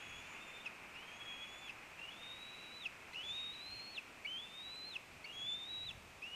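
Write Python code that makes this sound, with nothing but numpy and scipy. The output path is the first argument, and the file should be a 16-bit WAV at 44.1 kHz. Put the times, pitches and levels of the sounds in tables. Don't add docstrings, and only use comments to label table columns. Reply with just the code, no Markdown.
import sys
import numpy as np
from scipy import signal
from scipy.fft import rfft, irfft
from scipy.io import wavfile
from scipy.ndimage import uniform_filter1d

SR = 44100
rng = np.random.default_rng(int(sys.argv[2]) if len(sys.argv) > 2 else 0)


def persist_wave(psi):
    counts = np.round(np.clip(psi, -1, 1) * 32767).astype(np.int16)
    wavfile.write(sys.argv[1], SR, np.atleast_2d(counts).T)


N = 280035
TIME = np.arange(N) / SR


def undb(db):
    return 10 ** (np.asarray(db) / 20)


def unit(x):
    return x / np.sqrt(np.mean(x ** 2))


def noise(spectrum):
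    hz, db = np.transpose(spectrum)
    bins = np.maximum(np.arange(N // 2 + 1) * SR / N, 1)
    colour = undb(np.interp(np.log(bins), np.log(hz), db))
    return unit(irfft(rfft(rng.standard_normal(N)) * colour, N))


def flutter(rate_hz):
    bins = np.arange(N // 2 + 1) * SR / N
    return unit(irfft(rfft(rng.standard_normal(N)) / (1 + (bins / rate_hz) ** 4), N))


def times(start_s, end_s):
    return TIME[int(start_s * SR):int(end_s * SR)]


def bell(t, centre_s, half_width_s):
    return np.exp(-((t - centre_s) / half_width_s) ** 2)


# (frequency [Hz], level [dB])
NEEDLE_EQ = [(150, -5.5), (400, -7), (800, -0.5), (1300, 1.5), (1800, 0.5), (2150, 4), (2500, 9),
             (2750, 2.5), (3100, -6.5), (3700, -21), (5000, -39), (8000, -38)]

def breeze(start_db=-54, fade_db_per_s=1.36, flicker_db=0.65):
    return undb(start_db - fade_db_per_s * TIME + flicker_db * flutter(15)) * noise(NEEDLE_EQ)


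# (frequency [Hz], level [dB])
RUMBLE_EQ = [(15, -12), (35, -2.5), (75, 2), (130, 1), (250, -14), (500, -37.5)]
# (time [s], half width [s], level [dB])
GUST_CUES = [(.14, 0.068, -63), (3.4, 0.14, -69), (3.73, 0.041, -64), (5.15, 0.061, -66.5),
             (5.5, 0.15, -69.5), (5.96, 0.16, -62)]

def wind_rumble(steady_db=-73.5):
    gust_power = sum(undb(db) ** 2 * bell(TIME, s, width) for s, width, db in GUST_CUES)
    return np.sqrt(undb(steady_db) ** 2 + gust_power) * noise(RUMBLE_EQ)


# (time [s], pitch [Hz], level [dB])
WHISTLE_CURVES = [
    [(0.0, 3285, -68), (0.04, 3393, -59.5), (0.09, 3339, -60), (0.195, 3370, -58), (0.215, 3480, -71),
     (0.385, 3460, -70), (0.445, 3670, -62), (0.48, 3560, -66), (0.57, 3564, -60), (0.638, 3615, -68)],
    [(1.06, 3263, -70), (1.1, 3150, -56), (1.19, 3360, -64), (1.21, 3324, -54.5), (1.32, 3313, -51),
     (1.395, 3325, -58.5), (1.435, 3350, -48.5), (1.455, 3320, -60), (1.495, 3370, -56.5),
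     (1.61, 3524, -59), (1.65, 3450, -54.5)],
    [(2.103, 3280, -60.0), (2.188, 3616, -62), (2.288, 3687, -51), (2.403, 3850, -57), (2.493, 3894, -54.5),
     (2.568, 3920, -63), (2.658, 3880, -56.5), (2.723, 3900, -59), (2.743, 3954, -55.5), (2.797, 3930, -55)],
    [(3.233, 3364, -49.5), (3.298, 3506, -44), (3.353, 3720, -48), (3.378, 3747, -45.5),
     (3.488, 3716, -47.5), (3.536, 3830, -54.5), (3.547, 4060, -53.5), (3.56, 3840, -55.5),
     (3.748, 4244, -50.5), (3.773, 4165, -51.5), (3.93, 4380, -55)],
    [(4.385, 3337, -48), (4.44, 3491, -50), (4.48, 3590, -65), (4.515, 3580, -56), (4.615, 3750, -52),
     (4.65, 3865, -51.5), (4.775, 4046, -51), (4.835, 4040, -49.5), (4.87, 4183, -52.5), (4.89, 4140, -52)],
    [(5.326, 3270, -54), (5.441, 3387, -45), (5.486, 3520, -42.5), (5.526, 3517, -41.5),
     (5.581, 3644, -48.5), (5.636, 3609, -46.5), (5.656, 3690, -54), (5.706, 3893, -47),
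     (5.821, 3850, -46.5), (5.858, 3995, -50), (5.877, 3875, -47), (5.885, 3560, -51), (5.892, 3500, -42.5),
     (5.9, 3340, -48)],
]
FLICK_RASP_DB, OPENING_RASP_DB = -57.5, -65.5

def whistle(curve, break_s, swell_db, rough, rasp_db, overtone_db,
            fall_end_hz=3218, clearing_s=1.2, rasp_fade_db_per_s=6):
    s, held_hz, held_db = np.transpose(curve)
    t = times(s[0], break_s)
    age = t - s[0]
    fall = np.clip((t - s[-1]) / (break_s - s[-1]), 0, 1) ** 1.9
    hz = (1 - fall) * np.interp(t, s, held_hz) + fall * fall_end_hz
    gain = undb(np.interp(t, s, held_db) + fall * swell_db)
    rasp = undb((1 - fall) * (rasp_db - rasp_fade_db_per_s * age) + fall * FLICK_RASP_DB)
    return t, hz, gain, rough * np.exp(-age / clearing_s), rasp, undb((1 - fall) * overtone_db)


# (register break [s], flick length [s], flick level [dB],
# flick overtone shift [dB], swell in the fall [dB], roughness [0-1], rasp [dB], overtone shift [dB])
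CALLS = [(.654, .028, -43, 4, 17, .52, -62, 1), (1.686, 0.027, -45.5, -5, -1, .36, -64, -1.5),
         (2.852, 0.024, -37.5, 0, 4.5, 0.49, -62.5, -11), (3.975, 0.021, -40.5, 0, 9, 0.3, -61, -4.5),
         (4.953, 0.02063, -40, 0, 1, .23, -65, -10), (5.903, .015, -50, 1, -3, .22, -64, -3.5)]
# (overtone [Hz], level beside a whistle of reference_db [dB])
OCTAVE_EQ = [(4000, -61), (4500, -57), (4900, -72), (5350, -69), (5650, -79.5), (5950, -76), (6250, -76),
             (6650, -69), (7080, -69.5), (7450, -84), (8050, -84), (8700, -90)]
# (time [s], half width [s], added roughness [0-1], rasp [dB], overtone lift [dB])
VOICE_CRACKS = [(.105, 0.028, 0.07, -72, 7.5), (.28, 0.11, 0.18, -73, 5), (1.45, .03, 0.01, -66, -1),
                (1.55, .025, 0.03, -75, 6), (1.67, 0.026, 0.08, -70, 8), (2.3, .02, 0.06, -65, 12),
                (2.55, 0.039, 0.18, -69, 0), (3.145, .015, 0.27, -60, 1.5), (3.222, .012, 0.13, -62, 8),
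                (3.287, 0.015, 0.13, -61, 1), (3.4, 0.087, 0.07, -61, 12), (3.543, 0.012, 0.6, -65, 0),
                (3.75, 0.13, .12, -64, -4), (4.76, .035, 0.03, -74, 20), (4.925, 0.017, 0.1, -74, 9),
                (5.42, 0.054, 0.04, -68, -0.5), (5.53, 0.027, 0.07, -65, -2)]

def phrasing(glide_s=0.0037, reference_db=-50, octave_db_per_db=0.4):
    notes = [squeak(*row) for row in SQUEAK_CUES] + [opening(*row) for row in OPENING_NOTES]
    for curve, (break_s, flick_s, flick_db, overtone_db, *tone) in zip(WHISTLE_CURVES, CALLS):
        notes += [whistle(curve, break_s, *tone), flick(break_s, flick_s, flick_db, overtone_db)]
    octave_hz, octave_db = np.transpose(OCTAVE_EQ)
    tracks = np.zeros((5, N))
    tracks[0] = FLICK_END_HZ
    for t, hz, gain, rough, rasp, brightness in notes:
        octave = brightness * undb(np.interp(hz * 2, octave_hz, octave_db))
        octave *= (gain / undb(reference_db)) ** octave_db_per_db
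        for s, width, added_rough, rasp_db, lift_db in VOICE_CRACKS:
            crack = bell(t, s, width)
            rough = rough + added_rough * crack
            rasp = np.hypot(rasp, undb(rasp_db) * crack)
            octave *= undb(lift_db * crack)
        tracks[:, np.rint(t * SR).astype(int)] = np.broadcast_arrays(hz, gain, rough, rasp, octave)
    return uniform_filter1d(tracks, int(glide_s * SR))


# (frequency [Hz], level [dB])
THROAT_EQ = [(1500, -13), (2200, -1), (2650, 12), (3300, 1.5), (4500, -13.5), (5400, -15), (6400, -9.5),
             (7500, -24), (10000, -11.5), (14000, -67)]

def eaglet(waver=0.0039, jitter=0.0241, shimmer_db=3.5, falter_db=4, steady_db=-59, fray_rad=1.3):
    hz, gain, rough, rasp, octave = phrasing()
    tremble = 1 + waver * flutter(34) + jitter * rough * flutter(368)
    phase = 2 * np.pi * np.cumsum(hz * tremble) / SR
    weakness = 1 / (1 + (gain / undb(steady_db)) ** 2)
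    tone = gain * stumbles() * undb(falter_db * weakness * flutter(24)) * np.sin(phase)
    overtone = octave * undb(falter_db * flutter(20))
    overtone *= np.sin(2 * phase + fray_rad * rough * flutter(250))
    shimmer = undb(shimmer_db * rough * flutter(130))
    voiced = np.sqrt(2) * (tone + overtone + second_voice(tremble))
    return shimmer * (voiced + rasp * noise(THROAT_EQ)) + beak_air(phase)


def scatter(x, t60_s, delay_s):
    t = times(0, 1)
    fade_in = np.clip(t / delay_s - 1, 0, 1)
    tail = rng.standard_normal(SR) * np.exp(-np.log(1000) * t / t60_s) * fade_in
    return signal.fftconvolve(x, tail / np.sqrt(np.sum(tail ** 2)))[:N]


def pine_echo(voice):
    trunk = undb(-17) * scatter(voice, t60_s=0.09, delay_s=0.002)
    branches = undb(-19) * scatter(voice, t60_s=0.16, delay_s=0.018)
    crowns = undb(-24) * scatter(voice, t60_s=0.88, delay_s=0.041)
    return trunk + branches + crowns


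# (time [s], half width [s], depth [dB])
DROPOUTS = [(.055, .008, -12), (.092, 0.011, -12), (.212, 0.0085, -14.5), (.3, .02, -6), (.523, 0.011, -9),
            (.59, .008, -11), (1.127, .016, -12), (1.243, 0.0077, -12), (1.459, .008, -12),
            (1.606, .008, -6), (2.009, 0.0053, -14), (2.068, .009, -13), (4.414, 0.0052, -5),
            (6.312, .012, -5)]

def stumbles():
    return undb(sum(db * bell(TIME, s, width) for s, width, db in DROPOUTS))


# (time [s], half width [s], level [dB])
BREATH_CUES = [(.29, 0.14, -73), (2.02, .04, -74), (3.18, 0.051, -71), (3.33, 0.094, -68.5),
               (4.32, .08, -76), (6.26, 0.042, -77)]
# (frequency [Hz], level [dB])
BEAK_EQ = [(2500, -16), (4200, 8), (5800, 4), (7200, -1.5), (9000, -22), (13000, -30)]

def beak_air(phase, pulsing_db=-1, flick_air_db=-30.5):
    flick_puffs = [(s + length / 2, length / 2, db + flick_air_db) for s, length, db, *_ in CALLS]
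    flow = sum(undb(db) * bell(TIME, s, width) for s, width, db in BREATH_CUES + flick_puffs)
    pulsing = np.real(signal.hilbert(noise(THROAT_EQ)) * np.exp(1j * phase))
    return flow * unit(noise(BEAK_EQ) + undb(pulsing_db) * pulsing)


FLICK_START_HZ, FLICK_END_HZ = 3022, 2392

def flick(start_s, length_s, db, overtone_db, rough=0.33, sink_s=0.0115):
    t = times(start_s, start_s + length_s)
    hz = FLICK_END_HZ + (FLICK_START_HZ - FLICK_END_HZ) * np.exp(-(t - start_s) / sink_s)
    gain = undb(db) * np.abs(np.sin(np.pi * (t - start_s) / length_s))
    return t, hz, gain, rough, undb(FLICK_RASP_DB), undb(overtone_db)


def attack(age, rise_s=0.0045):
    return 1 - np.exp(-np.abs(age) / rise_s)


# (start [s], end [s], settling time [s], first pitch [Hz], settled pitch [Hz],
# first level [dB], settled level [dB], closing swell [dB], roughness [0-1], overtone shift [dB])
OPENING_NOTES = [(.948, 1.059, 0.06, 2572, 3240, -49, -65, -5, 0.49, -2),
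                 (1.986, 2.099, 0.2, 2685, 3190, -48, -53, -5, 0.52, -6),
                 (3.144, 3.234, 0.031, 2600, 3000, -43.5, -49.5, -3, 0.52, -4),
                 (4.264, 4.386, .026, 2830, 3114, -44.5, -46.5, 0, 0.22, -1),
                 (5.258, 5.329, 0.0095, 2830, 2817, -43, -55.5, 4, 0.69, 0),
                 (6.219, 6.361, 0.038, 2416, 2927, -45, -52, 11, 0.37, -4.5)]

def opening(start_s, end_s, settle_s, first_hz, settled_hz, first_db, settled_db, swell_db,
            rough, overtone_db, bend_hz=170.7, bend_s=0.012, swell_s=0.016):
    t = times(start_s, end_s)
    scoop = np.exp(-(t - start_s) / settle_s)
    hz = settled_hz + (first_hz - settled_hz) * scoop + bend_hz * np.exp((t - end_s) / bend_s)
    db = settled_db + (first_db - settled_db) * scoop + swell_db * np.exp((t - end_s) / swell_s)
    return t, hz, undb(db) * attack(t - start_s), rough, undb(OPENING_RASP_DB), undb(overtone_db)


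# (start [s], length [s], pitch [Hz], level [dB])
UNDERTONES = [(1.272, 0.185, 2498, -57.5), (3.18, 0.049, 2640, -58), (3.275, 0.0292, 2510, -57),
              (3.345, 0.142, 2495, -64), (4.463, .023, 2700, -59)]

def second_voice(tremble, ramp_s=0.012):
    trembling_time = np.cumsum(tremble) / SR
    voice = np.zeros(N)
    for s, length, hz, db in UNDERTONES:
        gate = np.clip(np.minimum(TIME - s, s + length - TIME) / ramp_s + 0.5, 0, 1)
        voice += undb(db) * gate * np.sin(2 * np.pi * hz * trembling_time)
    return voice


# (start [s], length [s], centre pitch [Hz], level [dB], roughness [0-1], overtone shift [dB])
SQUEAK_CUES = [(3.129, .017, 2020, -52.5, 0.64, 5), (4.247, 0.018, 2250, -39.5, 0.16, -8),
               (5.24, .017, 2197, -46.5, 0.21, -3)]

def squeak(start_s, length_s, centre_hz, db, rough, overtone_db, rise_hz_per_s=4800):
    t = times(start_s, start_s + length_s)
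    age = t - start_s
    hz = centre_hz + rise_hz_per_s * (age - length_s / 2)
    brightness = undb(overtone_db) * np.abs(np.sin(np.pi * age / length_s))
    return t, hz, undb(db) * attack(age), rough, undb(OPENING_RASP_DB), brightness


def scene():
    voice = eaglet()
    return (voice + pine_echo(voice) + breeze() + wind_rumble())[None]


# (frequency [Hz], level [dB])
HISS_EQ = [(100, -6.5), (190, 2), (330, 1), (490, -1), (750, 0.3), (1700, -6), (2500, -5), (3300, -7.5),
           (4500, -11.5), (6800, -13), (8500, -15), (10500, -22.5), (14000, -22.5)]

def record(dry):
    hiss_db, top_hz = -60.5, 14500
    high_cut = signal.ellip(10, 0.2, 70, top_hz, fs=SR, output="sos")
    return signal.sosfilt(high_cut, dry + undb(hiss_db) * noise(HISS_EQ))


dry = scene()
out = record(dry)
persist_wave(out)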